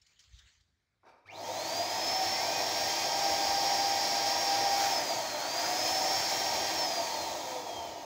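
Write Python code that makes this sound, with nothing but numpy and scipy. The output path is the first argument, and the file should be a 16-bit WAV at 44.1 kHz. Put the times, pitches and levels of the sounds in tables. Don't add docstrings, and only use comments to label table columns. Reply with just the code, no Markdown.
import sys
import numpy as np
from scipy import signal
from scipy.fft import rfft, irfft, next_fast_len
from scipy.io import wavfile
from scipy.ndimage import uniform_filter1d, map_coordinates

SR = 44100
rng = np.random.default_rng(int(sys.argv[2]) if len(sys.argv) > 2 else 0)


def wav_out(sig):
    wavfile.write(sys.argv[1], SR, np.round(np.clip(np.atleast_2d(sig).T, -1, 1) * 32767).astype(np.int16))


def elevation(decibels):
    levels = np.asarray(decibels, float)
    return 10 ** (levels / 20)


N = 354986
SECONDS = np.arange(N) / SR

# pitch_hz, density_db (per Hz)
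ROOM_TONE = [(15, -52), (25, -18), (86, -0.5), (299, -17), (1040, -23), (1640, -17), (1820, -21),
             (2260, -19), (2890, -29), (3880, -23), (15800, -48)]
# pitch_hz, t60_s
ROOM_DECAY = [(200, 0.66), (1000, 0.58), (5000, 0.25), (12000, 0.16)]

# pitch_hz, density_db (per Hz)
RUSTLE_COLOUR = [(120, -56), (200, -31), (774, -19), (1830, -5.5), (2630, -13), (3050, -6), (3340, -6),
                 (4480, -7), (5280, -12), (7200, -9), (10000, -40), (15800, -28)]
# peak_s, level_db, rise_s, fall_s (20 dB each way)
RUSTLE_STROKES = [
    (.03, -73, .04, .1),
    (.11, -67.5, 0.17, .12),
    (.2, -65, .03, 0.46),
    (.4, -64.5, 0.43, 0.23),
    (.47, -65, .1, 0.25),
    (.54, -70, .3, .04),
    (.615, -72.5, .15, .03),
]
# peak_s, level_db, pitch_hz
CREASES = [
    (0.0184, -52, 5420),
    (0.0667, -51, 3000),
    (0.1933, -44.5, 3100),
    (0.2044, -49, 3000),
    (0.39, -45, 3080),
    (0.6094, -60, 4050),
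    (1.0919, -58, 2180),
    (1.1129, -58, 2540),
]
# peak_s, level_db
BUMPS = [
    (.022, -79),
    (.176, -73),
    (.28, -70),
    (.35, -57.5),
    (.39, -66),
    (.456, -64),
    (.578, -68),
    (.612, -72),
]
# pitch_hz, density_db (per Hz)
CREASE_COLOUR = [(600, -40), (2000, -5), (6000, 7), (8000, -5), (10000, -19), (15000, -22)]
BUMP_COLOUR = [(25, -42), (55, 5), (110, -4), (220, -32), (500, -70), (900, -120)]

# pitch_hz, density_db (per Hz)
RUB_COLOUR = [(100, -40), (250, -6), (450, -2), (800, 1), (1200, -5), (1600, -9), (2000, -16), (3000, -40),
              (6000, -90)]
# pitch_hz, width_hz, level_db
SQUEAK_MODES = [(2330, 75, 5), (2520, 68, -6), (3800, 200, -12), (4630, 50, -4), (5340, 54, -4),
                (5800, 130, -27)]
# peak_s, level_db, rise_s, fall_s
PUSHES = [
    (1.034, -60, .003, .12),
    (1.078, -57, .04, .1),
    (1.14, -62, .08, .15),
    (1.25, -71, .15, .3),
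]
# peak_s, level_db, rise_s, fall_s
SQUEAK_SWELLS = [
    (1.04, -78, .01, .2),
    (1.094, -64, 0.053, .025),
    (1.116, -67, .025, .07),
    (1.17, -75, .1, .15),
    (1.27, -67, .03, .1),
]

# on_s, off_s, share of full pull
PRESSES = [
    (1.218, 4.869, 1),
    (5.37, 6.759, .99),
]
# shaft_hz, level_db
BLADE_LEVEL = [(405, -67), (461, -56), (510, -62), (590, -53), (670, -44), (720, -45.5), (762, -37),
               (788, -43)]
UNBALANCE_LEVEL = [(405, -60), (450, -50), (510, -42), (620, -42), (700, -38.5), (762, -37), (787, -42),
                   (795, -36.5)]
DOUBLE_LEVEL = [(450, -72), (720, -66), (765, -62), (780, -55), (796, -53)]
# pitch_hz, width_hz, level_db
SHAKEN_MODES = [(508, 12, 0), (600, 14, -8), (652, 12, -2), (684, 10, 1), (722, 10, -9), (761, 11, 1),
                (782, 6, -7), (796, 5, 0)]
# peak_s, level_db, rise_s, fall_s
WHINE_SURGES = [
    (1.262, -57, .006, .02),
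    (1.294, -49, .025, .05),
    (1.357, -49, .03, .05),
    (1.4, -52, .06, .1),
    (1.455, -54, .12, .07),
]
# peak_s, level_db, rise_s, fall_s
OVERTONE_SURGES = [
    (1.258, -66, .01, .04),
    (1.318, -62, .1, .04),
]

# pitch_hz, density_db (per Hz)
ROAR_COLOUR = [(47, -50), (80, -20), (107, -15), (208, -15.5), (297, -12), (451, -11.5), (668, -0.5),
               (719, -0.5), (930, -1.5), (1040, -15.5), (1220, -13.5), (1430, -17), (1500, -35),
               (1950, -55), (3300, -120)]
RUSH_COLOUR = [(650, -26), (1100, -7.5), (1430, -13.5), (1580, -3), (1720, -6.5), (2220, -5), (2950, -7),
               (3170, -5.5), (4480, -3.5), (5390, -3.5), (6000, -10), (7800, -40), (13200, -120)]
HISS_COLOUR = [(3300, -47), (5000, -12), (5900, -1.5), (6700, -9), (7500, -8.5), (8300, -16.5),
               (11300, -19.5), (13000, -21), (14000, -23), (14500, -12.5), (15050, -12), (15500, -14),
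               (17000, -13.5)]
# pitch_hz, width_hz, level_db (over the stream)
CASING_MODES = [(339.5, 42, 3.5), (381, 14, 0), (508, 11, 5), (605, 14, 1), (652, 14, 2), (684, 16, 6),
                (745, 14, 0), (828, 14, -2), (902, 14, 4), (947, 14, 4), (985, 11, 4), (1115, 16, 1),
                (1240, 25, -1.5), (1884, 47, 2.5), (1945, 54, -1.5), (2256, 240, -3), (2440, 34, -2),
                (3205, 45, 4), (3490, 81, -3.5), (4150, 240, -4), (4360, 65, -20), (4795, 80, 0),
                (5200, 58, -5.5), (6530, 210, 7), (8850, 300, -6), (12100, 300, -2.5), (14400, 300, -3),
                (15460, 100, -2)]
# pitch_hz, width_hz, level_db
SCROLL_BANDS = [(4460, 380, -13), (4854, 370, -1), (5240, 170, -2)]
# time_s, leak_db, back_pressure_db
NECK_FIT = [(1.3, 0.5, -4), (1.75, 1, -19), (1.85, -0.5, -12), (2.3, -1.5, -5), (2.7, -0.6, -3),
            (3.05, -0.2, 0), (3.6, -0.1, 2), (4.7, -0.5, 0), (4.85, 2.5, 0), (5.1, 2, -2), (5.38, 2, -4),
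            (5.45, 1.5, -1), (5.7, 2.5, -2), (6, 2.5, -1), (6.7, -0.4, -6), (7.3, 3, .3), (8.05, 0.1, -2)]

# peak_s, level_db
ROCKING = [(1.55, -76), (2.22, -64), (2.82, -61), (3.44, -59), (4.16, -65), (4.74, -60.5), (5.34, -71),
           (5.96, -63), (6.64, -58), (7.28, -59), (7.92, -61)]
# pitch_hz, density_db (per Hz)
RUMBLE_COLOUR = [(15, -30), (40, -15), (75, 3), (130, -8), (300, -60), (600, -120)]
# start_s, length_s, from_hz, to_hz, level_db
NECK_WHISTLE = (2.32, .28, 2010, 2480, -46)
# peak_s, level_db, rise_s, fall_s
TURNS = [
    (4.8, -42.5, .2, 0.72),
    (4.92, -43.5, 0.74, .2),
    (5.3, -48, .7, 0.76),
    (5.6, -44, 1, 0.39),
    (6.2, -46, 0.49, .25),
]
# pitch_hz, density_db (per Hz)
FOIL_COLOUR = [(500, -40), (950, 1), (1400, 5.5), (2200, 1.5), (3200, -9), (6000, -30), (12000, -90)]

BLADES, SEGMENTS, MAINS_HZ = 7, 12, 50
FULL_HZ, AUDIBLE_S = 796, 1.256


def unit(x):
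    return x / np.sqrt(np.mean(x ** 2) + 1e-20)


def along(points, hz):
    f, v = np.transpose(points)
    return np.interp(np.log(hz + 1), np.log(f + 1), v)


def curves(rows):
    s, *columns = np.transpose(rows)
    return [np.interp(SECONDS, s, column) for column in columns]


def wobble(rate):
    knots = rng.standard_normal(int(N * rate / SR) + 4)
    return map_coordinates(knots, [SECONDS * rate])


def swells(rows):
    gains = []
    for s, db, rise, fall in rows:
        away = np.maximum((s - SECONDS) / rise, (SECONDS - s) / fall)
        gains.append(elevation(db - 20 * away))
    return np.max(gains, axis=0)


def filtered(x, response):
    m = next_fast_len(N + SR // 2)
    return irfft(rfft(x, m) * response(np.fft.rfftfreq(m, 1 / SR)), m)[:N]


def resonances(modes, f):
    return sum(elevation(db) * 1j * f * w / (c * c - f * f + 1j * f * w) for c, w, db in modes)


def turbulence(colour, patchy_db):
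    z = signal.stft(rng.standard_normal(N), nperseg=512)[2]
    patches = uniform_filter1d(rng.standard_normal(z.shape), size=8, axis=0)
    patches = uniform_filter1d(patches, size=10, axis=1)
    patchy = signal.istft(z * elevation(patchy_db * unit(patches)), nperseg=512)[1][:N]
    return filtered(patchy, lambda hz: elevation(along(colour, hz)))


def tone(hz, db, unsteady_db):
    level = np.sqrt(2) * elevation(db + unsteady_db * wobble(30))
    return level * np.sin(2 * np.pi * np.cumsum(hz) / SR)


def room(x, wet_db):
    hz, t, z = signal.stft(rng.standard_normal(SR // 3), SR, nperseg=256)
    fade = elevation(-60 * t / along(ROOM_DECAY, hz)[:, None])
    tail = signal.istft(z * fade, SR, nperseg=256)[1]
    delayed = np.pad(x, (200, 0))
    wet = signal.fftconvolve(delayed, tail / np.linalg.norm(tail))[:N]
    return (x + elevation(wet_db) * wet) / np.sqrt(1 + elevation(2 * wet_db))


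def room_tone():
    return elevation(-77 - 3.5) * unit(turbulence(ROOM_TONE, patchy_db=1.5))


def creases():
    out, t = np.zeros(N), SECONDS[:SR // 20]
    for s, db, hz in CREASES:
        sharpness = np.clip((hz - 2500) / 500, .04, 1)
        crack = sharpness * rng.standard_normal(len(t)) * elevation(-60 * t / 0.051) * (1 - np.exp(-t / 0.0025))
        ping = np.sin(2 * np.pi * hz * t) * elevation(-60 * t / 0.047)
        out[round((s - .002) * SR):][:len(t)] += elevation(db - 6.0) * (1.2 * crack + 0.5 * ping)
    return filtered(out, lambda f: elevation(along(CREASE_COLOUR, f)))


def hands():
    rustle = unit(elevation(1.2 * wobble(180)) * turbulence(RUSTLE_COLOUR, patchy_db=3.5))
    bumps = unit(turbulence(BUMP_COLOUR, patchy_db=3.0))
    rise_s, fall_s = 0.055, 0.053
    bump_gain = swells([(s, db, rise_s, fall_s) for s, db in BUMPS])
    return swells(RUSTLE_STROKES) * rustle + bump_gain * bumps + creases()


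def nozzle():
    slips = elevation(2.5 * wobble(69))
    rub = unit(slips * turbulence(RUB_COLOUR, patchy_db=0.0))
    squeak = filtered(rng.standard_normal(N),
                      lambda f: 0.17 * (f < 6300) * (f > 1500) + resonances(SQUEAK_MODES, f))
    return swells(PUSHES) * rub + swells(SQUEAK_SWELLS) * unit(slips * squeak)


def motor():
    stall_hz_per_s, knee_hz, knee_power = 2497, 513, 2.871
    drag_hz_per_s, drag_power = 838, 1.838
    ms = np.arange(N * 1000 // SR + 2) / 1000
    pressed = sum(share * (ms >= on) * (ms < off) for on, off, share in PRESSES)
    hz, pull = np.zeros(len(ms)), np.zeros(len(ms))
    for k in range(1, len(ms)):
        before = hz[k - 1]
        pull[k] = pressed[k - 1] / (1 + (before / knee_hz) ** knee_power)
        drag = drag_hz_per_s * (before / 1000) ** drag_power
        hz[k] = before + (stall_hz_per_s * pull[k] - drag) / 1000
    smooth_hz = uniform_filter1d(np.interp(SECONDS, ms, hz), size=1000)
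    return smooth_hz * (1 + 0.000612 * wobble(5)), np.interp(SECONDS, ms, pull)


def commutator(shaft_hz):
    sparking_hz = SEGMENTS * shaft_hz + 70 * wobble(300)
    whine = swells(WHINE_SURGES) * tone(sparking_hz, 0, unsteady_db=1.5)
    overtone = swells(OVERTONE_SURGES) * tone(2 * sparking_hz, 0, unsteady_db=1.5)
    pulsing = 1 + .8 * np.cos(4 * np.pi * MAINS_HZ * SECONDS)
    return (SECONDS > AUDIBLE_S) * pulsing * (whine + overtone)


def rotor(shaft_hz):
    turning = np.clip((shaft_hz - 420) / 40, SECONDS > 2, 1)
    unbalance_db = along(UNBALANCE_LEVEL, shaft_hz) + 1.5 * wobble(9)
    unbalance = tone(shaft_hz, unbalance_db, unsteady_db=2.2)
    shake = filtered(turning * unbalance, lambda f: .25 + resonances(SHAKEN_MODES, f))
    double = tone(2 * shaft_hz, along(DOUBLE_LEVEL, shaft_hz) + .1, unsteady_db=1.0)
    blade_db = along(BLADE_LEVEL, shaft_hz) + 0.61 + 1.3 * wobble(9)
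    blades = tone(BLADES * shaft_hz, blade_db, unsteady_db=1.2)
    ringing = filtered(turning * (double + blades), lambda f: 1 + resonances(CASING_MODES, f))
    return shake + room(ringing, wet_db=-18.5) + room(commutator(shaft_hz), wet_db=-4)


def hum(pull):
    load = uniform_filter1d(pull, size=30000, origin=14000)
    powered = (SECONDS > AUDIBLE_S) * (pull > 0)
    buzz = tone(np.full(N, 2 * MAINS_HZ), -64.5, unsteady_db=1.5)
    return powered * (4 * np.abs(load)) ** 0.67 * buzz


def flow(shaft_hz, power):
    since_s = np.clip(SECONDS - AUDIBLE_S, 0, None)
    filled = 1 - np.exp(-(since_s / 0.059) ** 2)
    return filled * (shaft_hz / FULL_HZ) ** power


def air(shaft_hz):
    leak_db, _ = curves(NECK_FIT)

    def stream(colour):
        noise = turbulence(colour, patchy_db=-0.15)
        return unit(filtered(noise, lambda f: 1 + np.abs(resonances(CASING_MODES, f))))

    gust_db = 0.32 * wobble(8) + 0.4 * wobble(25)
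    roar_gain = flow(shaft_hz, 1.15) * elevation(-36 + 0.29 * leak_db + 0.59 * wobble(12))
    rush_gain = flow(shaft_hz, 2.53) * elevation(-37 + 0.36 * leak_db + gust_db)
    hiss_gain = flow(shaft_hz, 2.67) * elevation(-39.5 + leak_db + gust_db)
    return roar_gain * stream(ROAR_COLOUR) + rush_gain * stream(RUSH_COLOUR) + hiss_gain * stream(HISS_COLOUR)


def scroll(shaft_hz):
    _, pressure_db = curves(NECK_FIT)
    bands = filtered(turbulence([(20, 0)], patchy_db=-0.5), lambda f: resonances(SCROLL_BANDS, f) ** 2)
    return flow(shaft_hz, 4.7) * elevation(-39 + pressure_db + 0.75 * wobble(36)) * unit(bands)


def sway():
    rise_s, fall_s = 0.33, 0.59
    rocking = swells([(s, db, rise_s, fall_s) for s, db in ROCKING])
    return rocking * unit(turbulence(RUMBLE_COLOUR, patchy_db=3.5))


def whistle():
    start, length, from_hz, to_hz, db = NECK_WHISTLE
    u = (SECONDS - start) / length
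    glide = 1 / (1 + np.exp(-np.clip((u - .4) / .1, -30, 30)))
    outside = np.clip(np.maximum(.1 - u, u - 1), 0, None)
    return tone(from_hz + (to_hz - from_hz) * glide, db - 80 * outside, unsteady_db=2)


def balloon():
    return swells(TURNS) * unit(elevation(2.9 * wobble(120)) * turbulence(FOIL_COLOUR, patchy_db=3.0))


def scene():
    shaft_hz, pull = motor()
    blown = room(air(shaft_hz) + scroll(shaft_hz), wet_db=-12.0)
    blower = rotor(shaft_hz) + hum(pull) + blown
    handling = hands() + room(nozzle(), wet_db=-6.5) + sway()
    mono = room_tone() + handling + blower + whistle() + balloon()
    return np.array([mono, mono])


def low_pass(x):
    return signal.sosfilt(signal.butter(12, 16860, fs=SR, output="sos"), x)


def record(dry):
    kept = filtered(dry[0], lambda hz: np.clip((15740 - hz) / 40, 0, 1))
    return low_pass(np.array([kept, kept]))


dry = scene()
out = record(dry)
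wav_out(out)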